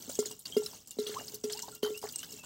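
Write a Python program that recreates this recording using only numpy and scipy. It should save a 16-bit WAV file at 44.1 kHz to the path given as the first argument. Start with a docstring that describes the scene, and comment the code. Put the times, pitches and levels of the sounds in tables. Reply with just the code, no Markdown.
"""Bottle poured over berries

Liquor glugs out of an upended glass bottle into a jar of berries on an outdoor table.
Gulps of air ring the bottle's air space, a low thump and higher modes; the stream slaps and pops on
the berries as short rings with splashes of fizz; larger bubbles knock in the neck, drops ring the jar,
some bubbles sing as gliding sines. Fizz, a low slosh and a quiet outdoor rumble are filtered noise."""
import sys
import numpy as np
from scipy import signal
from scipy.io import wavfile

SR = 44100
rng = np.random.default_rng(int(sys.argv[2]) if len(sys.argv) > 2 else 0)


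def log_audio(samples):
    """Write samples as a 16-bit WAV file to the path given in sys.argv[1]."""
    # one column per channel
    frames = np.atleast_2d(samples).T
    # limit to full scale, then quantise
    limited = np.clip(frames, -1, 1)
    pcm = np.round(limited * 32767).astype(np.int16)
    wavfile.write(sys.argv[1], SR, pcm)


N = 108045   # length in samples

# Strength of the stream. Each row: time in seconds, level in dB.
FLOW = [(0, -46), (.75, -45.5), (.95, -55), (1.14, -44), (1.87, -48.5), (2.45, -45.5)]
# The stream thins out, then surges again. Each row: start in seconds, end in seconds, final depth in dB.
LULLS = [(0.334, 0.453, 14), (0.774, 0.873, 7), (1.359, 1.436, 11.5), (1.769, 1.824, 15),
         (1.978, 2.015, 12.5), (2.402, 2.432, 9.5)]

# Fizz spectrum. Each row: frequency in Hz, relative density in dB per Hz.
FIZZ_SPECTRUM = [(500, -6.5), (678, -7), (2160, -13.5), (2360, 9.5), (3150, -0.5), (3590, -5), (7980, 0.5),
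                 (10200, -18.5), (16000, -5.5)]
FIZZ_PER_S, FIZZ_SPREAD_DB, FIZZ_CYCLES = 120, 6.3, 49   # per pitch band
FIZZ_NOISE_DB, SPRAY_NOISE_DB, FIZZ_DB = -5.5, -1, -21   # spray: noise from the hiss edge up
HISS_EDGE_HZ, DIP_HZ, DIP_Q = 9500, 2460, 1.32   # dip in the jar's mouth
SPLASH_DB, SPLASH_DB_PER_OCT2, HISS_DB = -21, 6.8, -13
BODY_DB, KNOCK_DB_PER_OCT2, KNOCK_SPLASH_T60_S = -26.5, 1.17, .04
FIRST_DB = 9   # first bubble of a burst

GURGLE_HZ, GURGLE_DB = 310, -61.5
FLOOR_DB, FLOOR_HZ = -73.5, 81

# Slaps of the stream on the berries. Each row: start in seconds, level in dB, pop pitch in Hz,
# relative hiss above HISS_EDGE_HZ in dB (before HISS_DB), splash t60 in seconds.
SLAPS = [(0.023, -35.5, 5940, 11.5, 0.023), (0.0932, -33, 7550, 1, 0.25), (0.1528, -30, 6500, 1, 0.034),
         (0.19, -21, 7090, 1, 0.089), (0.2574, -25.5, 6820, -1, 0.089), (0.312, -33.5, 7970, 8, 0.042),
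         (0.392, -38, 8700, 20, 0.13), (0.456, -28.5, 4500, 0, 0.049), (0.568, -29.5, 4950, 8, 0.078),
         (0.6345, -33, 7950, -12, 0.064), (0.6612, -30, 4000, 7.5, 0.06), (0.8731, -41.5, 7300, 13, 0.051),
         (0.908, -34, 7130, 8, 0.079), (0.9865, -34, 4070, 1.5, 0.29), (1.067, -30.5, 3360, -2, 0.25),
         (1.281, -32, 5080, 5, 0.04), (1.3436, -33.5, 6130, 15.5, 0.059), (1.4393, -28, 5700, 2.5, 0.061),
         (1.498, -35.5, 3330, -20, 0.19), (1.5227, -31, 7100, 7, 0.072), (1.532, -27, 5160, -2, 0.016),
         (1.573, -35, 4660, -5, 0.054), (1.591, -37.5, 6300, -7, 0.089), (1.621, -31, 7130, 2, 0.089),
         (1.7495, -42, 8450, 20, 0.023), (1.8294, -29, 3110, 8, 0.17), (1.975, -34, 8070, 11.5, 0.24),
         (2.0888, -33.5, 4680, 9.5, 0.041), (2.1233, -36.5, 7160, 14, 0.033),
         (2.159, -21.5, 8200, 2, 0.011), (2.186, -30.5, 8300, -1, 0.11), (2.23, -32, 3030, 3, 0.067),
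         (2.323, -38, 7460, 6, 0.075)]
POP_CYCLES, POP_DB = 190, -3.5

# Gulps of air entering the bottle. Each row: start in seconds, level in dB,
# relative thump level in dB (before THUMP_GAIN_DB), air-space t60 in seconds.
GULPS = [(0.079, -42.5, 10.5, 0.034), (0.189, -19.5, -2.5, 0.14), (0.261, -39.5, -39, 0.17),
         (0.308, -42.5, 4.5, 0.18), (0.5, -42.5, 1, 0.039), (0.566, -18, -1.5, 0.2),
         (0.969, -44.5, 9.5, 0.037), (0.987, -23.5, 1, 0.22), (1.065, -28, -12, 0.085),
         (1.094, -33.5, -6, 0.33), (1.19, -48.5, 16.5, 0.54), (1.337, -41, -1.5, 0.19),
         (1.44, -27.5, 4, 0.38), (1.682, -48, -18, 0.48), (1.831, -21, -1, 0.26), (1.904, -27, -20, 0.19),
         (2.037, -30, -12.5, 0.12), (2.333, -45, 5, 0.13)]
# Further bottle modes. Each row: frequency in Hz, relative level in dB, t60 in seconds.
BOTTLE_MODES = [(474, -17, 0.068), (1375, -34, 0.37), (2115, -34, 0.15)]
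AIR_HZ, THUMP_HZ, THUMP_T60_S, THUMP_GAIN_DB = 423, 253.3, 0.075, -6.5
GULP_SOFT_HZ, GULP_CUT_HZ, QUENCH_S = 925, 229, 0.0011
WAVER_DEPTH = .22   # rms unsteadiness of the gulps

# Larger bubbles knocking in the neck. Each row: start in seconds, pitch in Hz, level in dB.
KNOCKS = [(0.096, 564, -32), (0.227, 1010, -39), (0.254, 1950, -40), (0.31, 1010, -43), (0.622, 850, -42),
          (0.733, 970, -42.5), (1.117, 1450, -41.5), (1.142, 2130, -34), (1.19, 720, -40), (1.2, 1730, -38),
          (1.211, 690, -36), (1.499, 2060, -38), (1.591, 2050, -37), (1.682, 816, -34), (1.83, 1030, -38.5),
          (1.847, 1410, -32.5), (1.862, 930, -35), (1.876, 990, -39), (2.029, 960, -34.5),
          (2.039, 750, -29), (2.054, 820, -36.5), (2.071, 2100, -36), (2.438, 970, -40.5)]
KNOCK_CYCLES = 13

# Drops that set the jar ringing. Each row: start in seconds, level in dB.
JAR_TAPS = [(0.311, -48.5), (.456, -48), (.567, -42), (0.733, -62), (0.913, -52), (1.065, -42.5),
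            (1.194, -43), (1.517, -55), (1.757, -53.5), (2.139, -48), (2.192, -45.5), (2.29, -53.5),
            (2.437, -51)]
JAR_HZ, JAR_T60_S = 2829, 0.13

# Singing bubbles, plus one steady tone of the bottle's mode near 1400 Hz (the row at 1.722 s). Each row: start
# in seconds, # length in seconds, start pitch in Hz, end pitch in Hz, level in dB.
SINGERS = [(0.523, 0.05, 3160, 3210, -33), (1.152, 0.038, 550, 1300, -36.5),
           (1.545, 0.044, 685, 1010, -47.5), (1.57, 0.1, 2760, 2920, -47.5),
           (1.627, 0.058, 904, 994, -41.5), (1.722, 0.095, 1400, 1380, -56),
           (1.841, 0.077, 3090, 3110, -34.5), (1.943, 0.063, 2550, 2960, -41),
           (2.385, 0.1, 2760, 2560, -50)]
FLUTTER_HZ, FLUTTER_DEPTH = 85, 0.47   # top of the flutter band, rms depth
SINGER_ATTACK, GLIDE_SWELL, SINGER_FADE_DB = .03, .28, 26   # first two: shares of the length

CUTOFF_HZ = 16100


def amp(db):
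    """Amplitude factor of a level in dB."""
    return 10 ** (np.asarray(db) / 20)


def unit(x):
    """Scale to an rms of 1."""
    return x / np.sqrt(np.mean(x ** 2) + 1e-20)


def ring(x, hz, t60_s):
    """Two-pole resonator: a unit click sets a decaying sine of height 1 ringing."""
    radius, w = amp(-60 / (max(t60_s, .001) * SR)), 2 * np.pi * hz / SR
    return signal.lfilter([0, np.sin(w)], [1, -2 * radius * np.cos(w), radius * radius], x + 1e-18)


def band(x, lo_hz, hi_hz):
    """Butterworth band-pass."""
    return signal.sosfilt(signal.butter(2, [lo_hz, min(hi_hz, .45 * SR)], "band", fs=SR, output="sos"), x)


def add(out, start_s, x):
    """Mix x into out, cut at the end."""
    i = int(start_s * SR)
    out[i:i + len(x)] += x[:len(out) - i]


def fizz(flow_db):
    """Bubbles of many sizes: the flow feeds all, slaps and knocks feed those near their pitch and the hiss."""
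    pitches_hz = np.geomspace(500, 15700, 56)
    spectrum_hz, density_db = np.transpose(FIZZ_SPECTRUM)
    tone = amp(np.interp(np.log(pitches_hz), np.log(spectrum_hz), density_db)) * np.sqrt(pitches_hz)
    level = np.outer(unit(tone), amp(FIZZ_DB + flow_db))
    first = np.zeros_like(level)
    t = np.arange(SR // 4) / SR

    bursts = [(s, hz, db + SPLASH_DB, hiss_db + HISS_DB, t60_s, SPLASH_DB_PER_OCT2)
              for s, db, hz, hiss_db, t60_s in SLAPS]
    bursts += [(s, hz, db + BODY_DB, -60, KNOCK_SPLASH_T60_S, KNOCK_DB_PER_OCT2) for s, hz, db in KNOCKS]
    for s, hz, db, hiss_db, t60_s, db_per_oct2 in bursts:
        near = amp(-db_per_oct2 * np.log2(pitches_hz / hz) ** 2) * (pitches_hz < HISS_EDGE_HZ)
        near = near + amp(hiss_db) * (pitches_hz > HISS_EDGE_HZ)
        decay = amp(db - 60 * t / max(t60_s, .01))
        i = int(s * SR)
        level[:, i:i + len(t)] += np.outer(near, decay)[:, :N - i]
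        onset = near * amp(db + FIRST_DB + rng.normal(0, 1.0, len(near)))
        first[:, i] += onset * rng.choice([-1, 1], len(near))

    out = np.zeros(N)
    for hz, gain, onset in zip(pitches_hz, level, first):
        sizes = amp(FIZZ_SPREAD_DB * np.minimum(rng.exponential(1, N), 3.1))
        bubbles = sizes * (rng.random(N) < FIZZ_PER_S / SR)
        noise_db = FIZZ_NOISE_DB if hz < HISS_EDGE_HZ else SPRAY_NOISE_DB
        drive = unit(bubbles) + amp(noise_db) * rng.standard_normal(N)
        focused = signal.lfilter(*signal.iirpeak(hz, 4.0, SR), drive * gain + onset)
        t60_s = FIZZ_CYCLES / hz
        out += ring(focused, hz, t60_s) / np.sqrt(t60_s * SR / 28)
    return signal.lfilter(*signal.iirnotch(DIP_HZ, DIP_Q, SR), out)


def gurgle(flow_db):
    """Low slosh in the bottle that keeps the air space murmuring."""
    noise = rng.standard_normal(N)
    slosh = unit(band(noise, 83, GURGLE_HZ))
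    murmur = 0.14 * unit(ring(noise, AIR_HZ, 1.0))
    return amp(GURGLE_DB + flow_db - flow_db.mean()) * (slosh + murmur)


def outdoor_floor():
    """Outdoor rumble: steady low-band noise."""
    return amp(FLOOR_DB) * unit(band(rng.standard_normal(N), 12, FLOOR_HZ))


def slaps():
    """The first bubble of each slap pops as a ring at its own pitch."""
    out, click = np.zeros(N), np.eye(1, SR // 5)[0]
    for s, db, hz, _, _ in SLAPS:
        t60_s = POP_CYCLES / np.sqrt(hz * 6000)
        add(out, s, amp(db + POP_DB) * ring(click, hz, t60_s))
    return out


def gulps():
    """A soft push rings the air space and thump, a click the higher modes; the next gulp quenches them."""
    out, click = np.zeros(N), np.eye(1, SR // 3)[0]
    pole = np.exp(-2 * np.pi * GULP_SOFT_HZ / SR)
    push = signal.lfilter([(1 - pole) ** 2], [1, -2 * pole, pole * pole], click)
    upper = sum(amp(db) * ring(click, hz, t60_s) for hz, db, t60_s in BOTTLE_MODES)
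    thump = ring(push, THUMP_HZ, THUMP_T60_S)
    t = np.arange(len(click)) / SR
    next_starts_s = [gulp[0] for gulp in GULPS[1:]] + [N / SR]
    for (s, db, thump_db, t60_s), next_s in zip(GULPS, next_starts_s):
        quench = np.clip((next_s - s - t) / QUENCH_S, 0, 1)
        body = ring(push, AIR_HZ, t60_s) + amp(thump_db + THUMP_GAIN_DB) * thump + upper
        add(out, s, -amp(db) * quench * body)
    out = out * (1 + WAVER_DEPTH * unit(band(rng.standard_normal(N), 14.2, 46)))
    return signal.sosfilt(signal.butter(4, GULP_CUT_HZ, "high", fs=SR, output="sos"), out)


def knocks():
    """Each larger bubble rings for a set number of cycles of its pitch."""
    out, click = np.zeros(N), np.eye(1, SR // 5)[0]
    for s, hz, db in KNOCKS:
        add(out, s, amp(db) * ring(click, hz, KNOCK_CYCLES / hz))
    return out


def jar_taps():
    """Drops ring one jar mode, its pitch slightly different each time."""
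    out, click = np.zeros(N), np.eye(1, SR // 5)[0]
    for s, db in JAR_TAPS:
        hz = JAR_HZ * (1 + rng.normal(0, 0.0053))
        add(out, s, amp(db) * ring(click, hz, JAR_T60_S))
    return out


def singers():
    """Fluttering sines, mostly bubbles and one bottle tone: wide glides swell and hold, steady pitches start
    fast and fade."""
    out = np.zeros(N)
    flutter = 1 + FLUTTER_DEPTH * unit(band(rng.standard_normal(N), 4.8, FLUTTER_HZ))
    for s, length_s, start_hz, end_hz, db in SINGERS:
        u = np.linspace(0, 1, int(length_s * SR))
        glide = min(1, abs(np.log2(end_hz / start_hz)))   # octaves, at most 1
        swell = SINGER_ATTACK + GLIDE_SWELL * glide
        edges = np.minimum(1, np.minimum(u / swell, (1 - u) / (swell + 0.085)))
        shape = edges * amp(db - SINGER_FADE_DB * (1 - glide) * u)
        pitch_hz = start_hz + (end_hz - start_hz) * np.sqrt(u)
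        add(out, s, shape * np.sin(2 * np.pi * np.cumsum(pitch_hz) / SR))
    return out * flutter


def lulls(t):
    """Level change in dB: each lull deepens as a square root, then ends at once."""
    return sum(-db * np.sqrt(np.clip((t - start_s) / (end_s - start_s), 0, 1)) * (t < end_s)
               for start_s, end_s, db in LULLS)


def scene():
    """Sum of all sources in one channel; lulls thin the fizz, splashes included, and the gurgle."""
    t = np.arange(N) / SR
    lull_db = lulls(t)
    flow_db = np.interp(t, *np.transpose(FLOW))
    stream = amp(lull_db) * fizz(flow_db) + gurgle(flow_db + lull_db)
    events = slaps() + gulps() + knocks() + jar_taps() + singers()
    return (stream + outdoor_floor() + events)[None]


def record(dry):
    """The microphone loses the deepest bass; the top is cut steeply."""
    dry = signal.sosfilt(signal.butter(2, 60, "high", fs=SR, output="sos"), dry)
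    return signal.sosfilt(signal.cheby2(14, 60, CUTOFF_HZ + 500, fs=SR, output="sos"), dry)


dry = scene()
out = record(dry)
log_audio(out)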